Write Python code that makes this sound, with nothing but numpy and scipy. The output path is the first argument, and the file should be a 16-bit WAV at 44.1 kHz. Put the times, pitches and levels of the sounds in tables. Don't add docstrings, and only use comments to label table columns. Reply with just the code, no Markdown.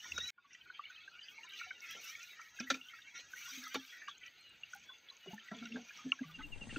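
import sys
import numpy as np
from scipy import signal
from scipy.fft import rfft, irfft, next_fast_len
from scipy.io import wavfile
from scipy.ndimage import uniform_filter1d, map_coordinates

SR = 44100
rng = np.random.default_rng(int(sys.argv[2]) if len(sys.argv) > 2 else 0)


def pcm_store(signal):
    levels = np.round(np.clip(np.atleast_2d(signal), -1, 1) * 32767)
    wavfile.write(sys.argv[1], SR, levels.astype(np.int16).T)


def voltage_ratio(level):
    return 10 ** (np.asarray(level, float) / 20)


N = 298998
T = np.arange(N) / SR
CUT_S, TOP_HZ = 0.305, 15750

# time in seconds, level in dB.
CALM_FLOW = [(0, -51.5), (.087, -55), (.304, -50.5), (.307, -85), (.42, -67.5), (1.2, -59.5), (2.3, -56.5),
             (2.53, -68), (2.85, -64), (3.25, -68), (3.9, -63), (4.34, -65.5), (5.3, -63), (6.4, -56.5),
             (6.51, -65), (6.78, -51)]
# time in seconds, level in dB.
VALLEY_RUMBLE = [(0.0, -76.5), (0.136, -67), (0.304, -72.5), (0.307, -81), (1.23, -77.5), (5.28, -79),
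                 (6.3, -73), (6.78, -64)]
# crest in seconds, seconds to fall 10 dB, crest in dB, fizz over it in dB.
SURGES = [(0.54, -0.05, -57, -4.5), (.91, 0.7, -61, -27), (1.2, 0.5, -67, -4), (1.4, 0.15, -58.5, -12),
          (1.591, 0.0738, -48.5, -7.5), (1.912, 0.13, -52, -3), (2.078, 0.11, -52, -2),
          (2.234, 0.08, -63, 6.5), (2.41, 0.09, -57, -7.5), (2.598, 0.13, -56, -5), (2.95, 0.32, -59, -7),
          (3.17, 0.05, -55.5, -1), (3.51, 0.24, -48, -3), (3.727, 0.21, -51, -23),
          (3.934, 0.11, -58.5, -2.5), (4.272, 0.06, -54.5, -21), (4.447, 0.4, -62, -14),
          (4.749, 0.13, -64, -1), (5.171, 1, -61, -14.5), (5.645, 0.28, -54.5, -9), (5.978, 0.27, -56, -7)]
# start in seconds, length in seconds, level in dB.
SCUFFS = [(0.615, 0.04, -85), (0.88, 0.06, -86), (1.298, 0.033, -76), (1.397, 0.055, -82.6),
          (1.497, 0.06, -77.5), (1.563, 0.071, -71.5), (1.645, 0.045, -83), (1.816, 0.071, -70.9),
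          (1.905, 0.023, -65), (1.93, 0.061, -78), (2.015, 0.13, -63), (2.15, 0.2, -70.5), (2.41, 0.1, -76),
          (2.555, 0.068, -73), (2.672, 0.1, -71), (2.76, 0.25, -78), (3.165, 0.044, -81),
          (3.306, 0.051, -71.3), (3.367, 0.27, -62), (3.6, 0.17, -69), (3.8, 0.18, -72), (3.99, 0.1, -85),
          (4.25, 0.03, -81), (4.687, 0.045, -79), (4.74, 0.037, -80), (4.86, 0.037, -83),
          (5.196, 0.045, -78.5), (5.295, 0.057, -75), (5.443, 0.036, -80), (5.653, 0.034, -81),
          (5.867, 0.14, -77), (6.266, 0.054, -77), (6.46, 0.06, -83.1)]

# frequency in Hz, level in dB.
RUMBLE_COLOUR = [(15, -46.5), (40, -10.5), (75, 0), (110, -1), (250, -1.5), (565, -7), (1000, -5.5),
                 (1300, -20.5)]
GURGLE_COLOUR = [(700, -40.5), (1050, -17), (1400, -2.5), (2250, 2), (3200, -1), (4200, 0), (4900, -4),
                 (5200, -49.5)]
FIZZ_COLOUR = [(4900, -22.5), (5250, -4), (5840, 4.5), (6200, -3), (6520, -9.5), (6860, -6), (7290, -26.5),
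               (7850, -18.5), (8300, -25.5), (9200, -56)]
GRIT_COLOUR = [(6500, -0.5), (7500, -5), (9300, -14.5), (11600, -9.5), (11950, -4), (14800, 0.5),
               (15650, -4), (15800, -54.5)]
WIND_COLOUR = [(5.9, -29), (10, 4), (221, -14.5), (305, -24.5), (2500, -36.5), (3250, -76), (5500, -120)]
HISS_COLOUR = [(1470, -39), (2500, -9), (3850, -12), (4170, -10), (8270, 1), (14000, -43)]

# frequency in Hz, width in Hz, level in dB.
POOLS = [(1180, 61, -32.5), (1380, 290, 2.5), (1970, 140, -5), (2167, 160, 3), (2920, 820, -2.5),
         (3300, 108, 5.5), (3706, 130, -7.5)]
# frequency in Hz, width in Hz, level in dB.
RIFFLES = [(4780, 110, -0.5), (6373, 326, 0.5), (7810, 230, -8)]
# frequency in Hz, width in Hz, level in dB.
PEBBLE = [(1376, 67, 1), (1770, 140, -4), (2440, 340, -6), (3680, 236, -2.5), (4580, 285, -9),
          (6000, 670, -10.5), (7270, 1500, -25.5)]
# frequency in Hz, width in Hz, level in dB.
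PIPE = [(112, 55, -8), (220, 66, -1.5), (530, 160, -16), (780, 230, -16.5)]

# start in seconds, pitch in Hz, peak in dB.
BLOOPS = [(0.177, 1424, -35.5), (0.376, 1437, -60), (0.441, 1144, -65.5), (0.698, 1496, -46.5),
          (.792, 1180, -41), (0.898, 1500, -52.5), (1.075, 1590, -49), (1.611, 1428, -43.5),
          (1.708, 1500, -43.5), (2.587, 1600, -45.5), (2.932, 1380, -53.5), (3.333, 1545, -44),
          (3.664, 1293, -48), (3.744, 1157, -41.5), (3.757, 857, -49), (4.081, 1180, -43.5),
          (4.732, 1490, -44.5), (4.748, 805, -58), (4.888, 1520, -53.5), (5.265, 383, -51.5),
          (5.329, 872, -53), (5.654, 1415, -51), (6.121, 1357, -44), (6.121, 1113, -48.5),
          (6.188, 1630, -49), (6.235, 1170, -58), (6.389, 878, -59.5), (6.759, 1426, -41)]
# start in seconds, pitch in Hz, peak in dB.
PLINKS = [(.119, 2740, -36), (0.545, 1970, -55), (0.609, 3090, -57), (0.837, 2290, -51.5),
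          (0.852, 2935, -47.5), (0.959, 3130, -53.5), (1.189, 2870, -52), (1.282, 3190, -51),
          (1.43, 2810, -50), (1.632, 2700, -50.5), (1.705, 2234, -43.5), (2.15, 2245, -44),
          (2.811, 2850, -47.5), (4.231, 2345, -54.5), (4.275, 3010, -54.5), (4.633, 2740, -42),
          (5.099, 4045, -49), (5.377, 1784, -51), (5.482, 1970, -50), (5.511, 1950, -52),
          (5.585, 3450, -52.5), (5.652, 3840, -53), (5.72, 2760, -47), (5.892, 2440, -50.5),
          (6.119, 2795, -22), (6.122, 2295, -45), (6.759, 2690, -43.5)]
# start in seconds, pitch in Hz, peak in dB, seconds to die by 60 dB.
GLUGS = [(.653, 1440, -59, 0.11), (.737, 3134, -55.5, 0.22), (1.439, 970, -60, 0.077),
         (1.525, 3060, -54.5, 0.23), (1.59, 2242, -52, 0.65), (1.66, 717, -60, 0.13),
         (1.902, 3250, -49.5, 0.2), (2.387, 1326, -51.5, 0.11), (2.665, 1930, -48.5, 0.14),
         (2.734, 2410, -42.5, 0.024), (1.225, 4780, -55.5, 0.12), (2.89, 2146, -58.5, 0.47),
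         (3.065, 2270, -55.5, 0.25), (3.89, 3290, -56.5, 0.31), (6.29, 1180, -59.5, 0.09),
         (3.917, 1906, -55, 0.57), (4.012, 1770, -49.5, 0.081), (4.105, 3310, -52, 0.073),
         (4.894, 1054, -59.5, 0.089), (5.3, 697, -58.5, 0.14), (5.51, 1380, -51.5, 0.14),
         (5.62, 690, -63, 0.15), (5.74, 450, -53.5, 0.19), (5.981, 1240, -55.5, 0.18),
         (6.384, 1506, -51.5, 0.1)]
# start in seconds, pitch in Hz, peak in dB.
BLIPS = [(0.001, 2836, -47), (0.042, 1890, -46), (0.053, 996, -54), (0.202, 3560, -41), (0.21, 1905, -44.5),
         (0.506, 1970, -57.5), (0.546, 3080, -54.5), (0.747, 2300, -52.5), (1.283, 2820, -48),
         (1.378, 2290, -49), (1.494, 3800, -50.5), (1.532, 2330, -47), (1.588, 4130, -50),
         (1.845, 2540, -46.5), (2.331, 1970, -52), (2.415, 2270, -49), (2.6, 2520, -39),
         (2.701, 517, -37.5), (2.702, 3800, -32.5), (2.884, 3090, -46.5), (2.986, 1680, -51),
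         (3.017, 3630, -53), (3.168, 2240, -50), (3.177, 4110, -51), (3.195, 2950, -51),
         (3.206, 2430, -52.5), (3.375, 2230, -47.5), (3.744, 4330, -44), (3.751, 2245, -40),
         (3.749, 2980, -39.5), (4.074, 2880, -47.5), (4.077, 1584, -42.5), (4.091, 3310, -46.5),
         (4.23, 3060, -50), (4.236, 2550, -49.5), (4.259, 2310, -50), (5.085, 3360, -48.5),
         (5.396, 3090, -50.5), (5.507, 1600, -50), (5.514, 622, -46.5), (5.546, 3330, -50.5),
         (5.624, 1380, -49), (5.654, 2740, -46), (5.757, 1580, -41), (5.905, 1680, -48.5),
         (6.23, 2030, -51), (6.315, 3380, -53.5), (6.405, 1270, -46), (6.414, 2020, -48.5),
         (6.692, 1875, -48)]
# start in seconds, pitch in Hz, peak in dB, length in seconds.
TRICKLES = [(0.858, 2230, -49, 0.018), (0.967, 2590, -52.5, 0.035), (1.207, 3060, -49.5, 0.03),
            (1.379, 922, -57, 0.024), (1.466, 2260, -54, 0.029), (1.497, 3150, -55.5, 0.04),
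            (1.808, 2175, -48.5, 0.06), (1.876, 1945, -52.5, 0.049), (2.03, 2620, -50, 0.037),
            (2.08, 3750, -51, 0.02), (2.105, 1850, -54, 0.071), (2.193, 1890, -53, 0.013),
            (2.295, 3780, -55, 0.046), (2.356, 1870, -53.5, 0.096), (2.808, 2776, -59.5, 0.082),
            (2.909, 1890, -55, 0.068), (3.131, 1910, -52.5, 0.066), (3.181, 4110, -52.5, 0.032),
            (3.352, 1920, -50.5, 0.031), (3.393, 2310, -50.5, 0.036), (3.538, 2455, -51.5, 0.056),
            (3.623, 1644, -49, 0.036), (3.645, 2006, -50, 0.046), (3.894, 2530, -61, 0.041),
            (4.206, 1945, -55, 0.031), (4.925, 2770, -60, 0.04), (5.731, 3530, -55, 0.03)]
# start in seconds, pitch in Hz, peak in dB, length in seconds.
SLOSHES = [
    (0.378, 1097, -63.5, 0.018),
    (3.474, 1100, -56.5, 0.023),
    (5.109, 1067, -62, 0.024),
    (5.268, 612, -62, 0.035),
    (5.524, 975, -57.5, 0.027),
    (5.527, 680, -55.5, 0.026),
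    (5.557, 440, -60, 0.033),
    (5.694, 448, -61, 0.026),
    (5.781, 722, -61, 0.03),
]
# start in seconds, peak in dB, pitch in Hz.
SPITS = [(0.178, -30.5, 6180), (0.5312, -47, 5850), (0.9058, -52, 6380), (1.535, -48, 6200),
         (1.5953, -52, 5750), (1.8043, -43.5, 5800), (2.1924, -52, 6900), (2.2293, -40.5, 5900),
         (2.4134, -45.5, 6160), (2.599, -30, 5660), (2.7417, -39, 5740), (2.868, -55, 6400),
         (3.638, -39, 5500), (4.1797, -49.5, 6480), (4.2626, -46, 5870), (4.7341, -43.5, 5990),
         (5.1667, -49.5, 6360), (5.3188, -49.5, 6280), (5.3423, -48, 6070), (5.5662, -50.5, 6300),
         (5.5877, -52, 5830), (5.654, -43.5, 5800), (5.884, -47.5, 5760), (5.9734, -44, 5920)]
# start in seconds, peak in dB.
DROPLETS = [(0.2786, -51.5), (0.299, -53), (1.49, -62.5), (1.91, -49), (2.044, -52.5), (2.7032, -52.5),
            (3.638, -55), (3.6802, -49.5), (3.743, -46.5), (4.749, -55.5), (4.762, -56.5), (6.467, -63.5)]

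# start in seconds, pitch in Hz, peak in dB, rise in seconds,
# seconds to die by 60 dB.
KNOCKS = [(.1, 76.5, -53, 0.028, 1), (6.24, 162.4, -51.5, 0.023, 0.56), (6.37, 270, -48, 0.029, 0.074),
          (6.435, 290, -53.5, 0.021, .15), (2.603, 257.4, -40.5, 0.0019, 0.23),
          (2.703, 263, -39, 0.019, 0.2), (3.5, 263.5, -61, 0.047, 0.33), (3.572, 255.3, -51, 0.0068, 0.33),
          (3.744, 259, -42, 0.032, 0.15), (5.272, 183, -50.5, 0.02, 0.12),
          (5.333, 220, -42.5, 0.0011, 0.15), (5.513, 220, -39, 0.01, 0.081),
          (5.543, 235, -46.5, 0.007, 0.12), (5.57, 210.4, -53, 0.018, 0.33),
          (5.609, 228.4, -43.5, 0.016, 0.36), (5.693, 229.7, -43.5, 0.039, 0.3),
          (5.741, 244.8, -37.5, 0.018, 0.15), (5.81, 236, -52.5, 0.012, 0.085),
          (6.041, 260, -37, 0.028, 0.17), (6.045, 162, -50.5, 0.029, .1), (6.205, 260, -32.5, 0.016, 0.053),
          (6.766, 290, -35, 0.0034, 0.073)]
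# start in seconds, peak in dB, thud against it in dB, seconds to die by 60 dB.
CLACKS = [(0.181, -20.5, -16, 0.022), (0.2117, -43, -45, 0.026), (1.948, -56.5, 2, 0.3),
          (2.6017, -28.5, -12.5, 0.047), (2.7004, -14.5, -20.5, 0.078), (2.7423, -33, -15, 0.11),
          (3.188, -48, -9, 0.064), (3.7432, -23, -17, 0.067), (3.754, -24, -8.5, 0.035),
          (4.08, -39.5, -48, 0.13), (5.258, -47.5, 2, 0.046), (5.512, -48.5, 1.5, 0.14),
          (5.7631, -47, 8, 0.093)]
# time in seconds, pitch in Hz, level in dB.
WHISTLES = [
    [(.14, 3830, -59), (.19, 3805, -45.5), (.213, 3760, -43.5), (.247, 3925, -47), (.298, 3904, -50.5),
     (.304, 4030, -41)],
    [(4.39, 4200, -69), (4.42, 4180, -68), (4.54, 3900, -75)],
    [(4.44, 2920, -63.5), (4.506, 2830, -64), (4.57, 2840, -78)],
    [(4.8, 3300, -88), (4.902, 3410, -54), (4.97, 3450, -71)],
    [(5.19, 2960, -79), (5.29, 2887, -55.5), (5.35, 2870, -70.5)],
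]
# time in seconds, wind in dB, hiss in dB.
ROADSIDE_AIR = [
    (6.26, -77.5, -91),
    (6.476, -53.5, -74.5),
    (6.78, -53.5, -62),
]
# start in seconds, pitch in Hz, peak in dB, rise in seconds, seconds to die by 60 dB.
GUST = [
    (6.455, 10.6, -42.5, .11, .12),
]

WASH_DB = 3
FIZZ_CALM_DB, FIZZ_OPENING_DB = -17, 14.5
GRIT_CALM_DB, GRIT_OPENING_DB = -86, 14
GRIT_HUSH_DB, GRIT_HUSH_S = -6.5, 0.9
SETTLE_DB, SETTLE_S = -22.5, 0.085
SMOOTH_S, SMOOTH_SHARE = 4.2, 0.75
SURGE_RISE = 0.7
SCUFF_EDGE_S, SCUFF_ARCH_DB = 0.01, 2.5
LIFE_S, LIFE_BY_PITCH, LIFE_BY_LEVEL = 0.073, 0.47, 0.33
GLUG_RISE_S, BLIP_RISE_S, BLIP_T60_S, SPIT_T60_S = 0.012, 0.0032, 0.066, 0.02
TRICKLE_SWELL, TRICKLE_T60 = 0.41, 5.05
TRILL_S, CHIRP_GAP_S = 6.348, 0.0897
TRILL_DB, TRILL_ARCH_DB = -40.5, 0.9
FIRINGS, FIRST_FIRING_S, FIRING_GAP_S = 5, 6.504, 0.0555
FIRING_DB, NEARING_DB = -61, 1.9
NOTCH_HZ, NOTCH_WIDTH_HZ, NOTCH_DEPTH = 7280, 120, 0.53


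def unit(x):
    return x / np.sqrt(np.mean(x ** 2) + 1e-20)


def white():
    return rng.standard_normal(N)


def curves(rows):
    s, *columns = np.transpose(rows)
    return [np.interp(T, s, column) for column in columns]


def filtered(x, response):
    m = next_fast_len(N + 8192)
    hz = np.fft.rfftfreq(m, 1 / SR)
    return irfft(rfft(x, m) * response(hz), m)[..., :N]


def coloured(x, points):
    f, db = np.transpose(points)
    return unit(filtered(x, lambda hz: voltage_ratio(np.interp(np.log(hz + 1), np.log(f), db, -120, -120))))


def resonant(x, modes):
    def response(f):
        total = 0
        for k, (centre, width, db) in enumerate(modes):
            total = total + (-1) ** k * voltage_ratio(db) * 1j * f * width / (centre ** 2 - f ** 2 + 1j * f * width)
        return total
    return filtered(x, response)


def streaky(depth_db, share=0.03, hold=0.9):
    z = signal.stft(rng.standard_normal(N + 1024), nperseg=384)[2]
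    openings = (rng.random(z.shape) < share) * rng.exponential(size=z.shape)
    openings = uniform_filter1d(openings, size=2, axis=0) * 2
    closing = signal.lfilter([1], [1, -hold], openings, axis=1)
    field = np.tanh(0.84 * closing)
    return signal.istft(z * voltage_ratio(depth_db * unit(field - field.mean())), nperseg=384)[1][:N]


def wobble(rate):
    return map_coordinates(rng.standard_normal(int(N * rate / SR) + 4), [T * rate])


def rings(rows, glide, rough):
    s, hz, db, rise, t60 = np.transpose(rows)[..., None]
    t = np.arange(SR // 6) / SR
    rise = np.maximum(rise, 5e-4)
    swell = np.sin(np.pi / 2 * np.clip(t / rise, 0, 1)) ** 2
    shape = swell * voltage_ratio(-60 * np.maximum(t - rise, 0) / t60)
    walk = rough * np.cumsum(rng.standard_normal((len(s), len(t))), axis=1) * np.sqrt(hz / SR)
    walk = uniform_filter1d(walk, size=40, axis=1)
    tone = np.sin(2 * np.pi * hz * t * (1 + glide * t / (rise + t60)) + walk)
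    at = (s * SR).astype(int) + np.arange(len(t))
    return np.bincount(at.ravel(), (voltage_ratio(db) * shape * tone).ravel(), N + SR)[:N]


def swarm(count, lo_hz, hi_hz, cycles, spread_db):
    u = rng.random((count, 4))
    hz = lo_hz * (hi_hz / lo_hz) ** u[:, 1]
    life = cycles * (0.5 + u[:, 3]) / hz
    db = -spread_db * np.log(u[:, 2])
    return unit(rings(np.c_[u[:, 0] * N / SR, hz, db, life / 3, life], glide=0.04, rough=0.2))


def crests(calm_db, s, fall, db, rise):
    coarse = T[::SR // 1000]
    late = (coarse - s[:, None]) / np.maximum(np.abs(fall), 1 / 50)[:, None]
    peaks = voltage_ratio(2 * db[:, None] - 20 * np.maximum(late, -late / rise)).sum(axis=0)
    return 10 * np.log10(voltage_ratio(2 * calm_db) + np.interp(T, coarse, peaks))


def scuffs(calm_db):
    coarse = T[::SR // 1000]
    s, length, db = np.transpose(SCUFFS)[..., None]
    off = np.abs(coarse - s - length / 2)
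    arch = SCUFF_ARCH_DB * np.minimum(2 * off / length, 1) ** 2
    edge = 10 * np.maximum(off - length / 2, 0) / SCUFF_EDGE_S
    power = voltage_ratio(2 * (db - arch - edge)).sum(axis=0)
    return 10 * np.log10(voltage_ratio(2 * calm_db) + np.interp(T, coarse, power))


def motion():
    calm_db, = curves(CALM_FLOW)
    s, fall, db, fizz_db = np.transpose(SURGES)
    near = T < CUT_S
    gurgle = crests(calm_db, s, fall, db, SURGE_RISE)
    fizz_calm = calm_db + FIZZ_CALM_DB + FIZZ_OPENING_DB * near
    fizz = crests(fizz_calm, s, fall, db + fizz_db, SURGE_RISE)
    hush = GRIT_HUSH_DB * np.exp(-T / GRIT_HUSH_S + 0.5)
    grit = scuffs(GRIT_CALM_DB + np.where(near, GRIT_OPENING_DB, hush))
    return gurgle, fizz, grit


def gurgling():
    small = swarm(count=1100, lo_hz=1151, hi_hz=4896, cycles=166.6, spread_db=2)
    trickle = unit(streaky(depth_db=10, share=0.04)) + 0.5 * small
    eased = SMOOTH_SHARE * np.clip(4 * (T - SMOOTH_S), 0, 1)
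    even = unit(voltage_ratio(2.4 * wobble(150)) * white())
    trickle = np.sqrt(1 - eased) * trickle + np.sqrt(eased) * even
    return coloured(0.36 * trickle + resonant(trickle, POOLS), GURGLE_COLOUR)


def far_riffles():
    rough_water = streaky(depth_db=6, share=0.11, hold=0.87) * voltage_ratio(4 * wobble(70))
    return unit(resonant(resonant(rough_water, RIFFLES), RIFFLES))


def bubbles():
    s, hz, db = np.transpose(BLOOPS + PLINKS)
    t60 = LIFE_S * (1000 / hz) ** LIFE_BY_PITCH * voltage_ratio(-LIFE_BY_LEVEL * (db + 59.0))
    pips = rings(np.c_[s, hz, db, 0.15 * t60, t60], glide=-0.014, rough=0.2)
    glugs = rings(np.insert(GLUGS, 3, GLUG_RISE_S, axis=1), glide=0.0175, rough=0.43)
    return voltage_ratio(5.5) * pips + voltage_ratio(3.5) * glugs


def stream():
    gurgle_db, fizz_db, grit_db = motion()
    rumble_db, = curves(VALLEY_RUMBLE)
    surge = wobble(25)
    since_cut = np.abs(T - CUT_S)
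    after = T > CUT_S
    fizz = coloured(streaky(depth_db=4.5, share=0.04, hold=0.88) * voltage_ratio(1.2 * wobble(120)), FIZZ_COLOUR)
    grit = coloured(streaky(depth_db=1.5) * voltage_ratio(2 * wobble(350)), GRIT_COLOUR)
    rush = voltage_ratio(gurgle_db - 3 + 1.9 * surge) * gurgling()
    rush += voltage_ratio(1.293 * fizz_db + 15.0 + 0.44 * surge) * fizz
    rush += voltage_ratio(grit_db + 1.6 * wobble(40) - 5.8 * (T > 6.53)) * grit
    rush += voltage_ratio(rumble_db) * coloured(streaky(depth_db=3.5), RUMBLE_COLOUR)
    rush += voltage_ratio(0.56 * fizz_db - 32.5 - 14 * after * np.exp(-since_cut / 0.45)) * far_riffles()
    valley = coloured(white(), GURGLE_COLOUR[:-1] + [(7000, -34.5)])
    rush += voltage_ratio(np.minimum(gurgle_db - 16.5, -72)) * valley
    rush += voltage_ratio(grit_db + WASH_DB) * coloured(white(), GURGLE_COLOUR)
    rush *= voltage_ratio(SETTLE_DB * after * np.exp(-since_cut / SETTLE_S))
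    return rush + bubbles()


def specks():
    s, hz, db = np.transpose(BLIPS)
    blips = rings(np.c_[s, hz, db, 0 * s + BLIP_RISE_S, 0 * s + BLIP_T60_S], glide=0.022, rough=0.44)
    s, hz, db, length = np.transpose(TRICKLES + SLOSHES)
    threads = rings(np.c_[s, hz, db, TRICKLE_SWELL * length, TRICKLE_T60 * length], glide=0.019, rough=0.42)
    s, db, hz = np.transpose(SPITS)
    spits = rings(np.c_[s, hz, db - 4, 0 * s + 0.0015, 0 * s + SPIT_T60_S], glide=0.013, rough=0.71)
    fine = [(s, 8100, -63, 0, SPIT_T60_S) for s in (4.409, 4.493, 4.724)]
    return blips + threads + spits + rings(fine, glide=0.012, rough=0.47)


def stones():
    crack, thud = np.zeros(N + SR), np.zeros(N + SR)
    t = np.arange(SR // 8) / SR
    for s, db, thud_db, t60 in CLACKS:
        burst = (1 - np.exp(-t / 0.0012)) * voltage_ratio(-60 * t / t60) * rng.standard_normal((2, len(t)))
        crack[round(s * SR):][:len(t)] += voltage_ratio(db + 4.5) * burst[0]
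        thud[round(s * SR):][:len(t)] += voltage_ratio(db + thud_db + 8.5) * burst[1]
    dull = resonant(thud[:N], [(203, 35, 2.5), (457, 102, 5.5), (740, 160, 1.5), (1100, 50, -2.0)])
    low = dull + voltage_ratio(0.5) * rings(KNOCKS, glide=0.0062, rough=0.36)
    low = filtered(low, lambda hz: hz ** 2 / (hz ** 2 + 70 ** 2))
    return resonant(crack[:N], PEBBLE) + low


def birds():
    song = np.zeros(N)
    for rows in WHISTLES:
        hz, db = curves(rows)
        on = (T > rows[0][0]) & (T < rows[-1][0])
        level = np.sqrt(2) * voltage_ratio(db + 4 * wobble(90))
        song += on * level * np.sin(2 * np.pi * np.cumsum(hz + 15 * wobble(60)) / SR)
    t = np.arange(SR // 28) / SR
    chirp = np.sin(np.pi * t / t[-1]) ** 1.4 * np.sin(2 * np.pi * (2900 * t - 3600 * t * t))
    beats = np.zeros(N)
    for k in range(5):
        s = TRILL_S + k * CHIRP_GAP_S
        db = TRILL_DB - TRILL_ARCH_DB * (k - 2) ** 2
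        beats[round((s - 0.012) * SR)] = voltage_ratio(db - 2.5)
        late = round((s + 0.0027) * SR)
        beats[late:late + len(t)] = voltage_ratio(db - 41.5 - 60 * t / 0.12) * rng.standard_normal(len(t))
    return song + signal.fftconvolve(beats, chirp)[:N]


def droplets():
    snap, t = np.zeros(N + SR), np.arange(SR // 100) / SR
    for s, db in DROPLETS:
        snap[round(s * SR):][:len(t)] += voltage_ratio(db - 60 * t / 0.012) * rng.standard_normal(len(t))
    return resonant(snap[:N], [(6100, 1800, 5.3), (14000, 1900, 7.9)])


def motorcycle():
    puffs, t = np.zeros((2, N + SR)), np.arange(SR // 16) / SR
    breaths = []
    for k in range(FIRINGS):
        s, db = FIRST_FIRING_S + k * FIRING_GAP_S, FIRING_DB + k * NEARING_DB
        noise = rng.standard_normal((2, len(t)))
        noise[0, 0] = 40
        both = noise[0] + 0.36 * noise * [[0], [1]]
        puffs[:, round(s * SR):][:, :len(t)] += voltage_ratio(db + 22.5 - 60 * t / 0.2) * both
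        breaths.append((s + 0.012, 130, db + 4.5, 0.012, 0.07))
    engine = filtered(resonant(puffs[:, :N], PIPE), lambda hz: 1 / (1 + 1j * hz / 1500) ** 2)
    engine += rings(breaths, glide=-0.068, rough=0.18)
    return engine * voltage_ratio([[1.5], [-1.5]])


def roadside():
    wind_db, hiss_db = curves(ROADSIDE_AIR)
    fade = np.clip((T - 6.26) / 0.09, 0, 1)
    wind = np.array([coloured(streaky(depth_db=2.5), WIND_COLOUR) for port in "LR"]) * voltage_ratio([[1], [-6]])
    hiss = np.array([coloured(white(), HISS_COLOUR) for port in "LR"])
    gust = rings(GUST, glide=0, rough=0) * [[1], [0]]
    return motorcycle() + gust + fade * (voltage_ratio(wind_db) * wind + voltage_ratio(hiss_db) * hiss)


def scene():
    return stream() + specks() + stones() + birds() + droplets() + roadside()


def roll_off(x):
    return signal.sosfilt(signal.butter(12, 16130, fs=SR, output="sos"), x)


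def record(dry):
    def port(hz):
        dip = NOTCH_DEPTH / (1 + ((hz - NOTCH_HZ) / NOTCH_WIDTH_HZ) ** 2)
        return (hz < TOP_HZ) * (1 - dip)
    return roll_off(filtered(dry, port))


dry = scene()
out = record(dry)
pcm_store(out)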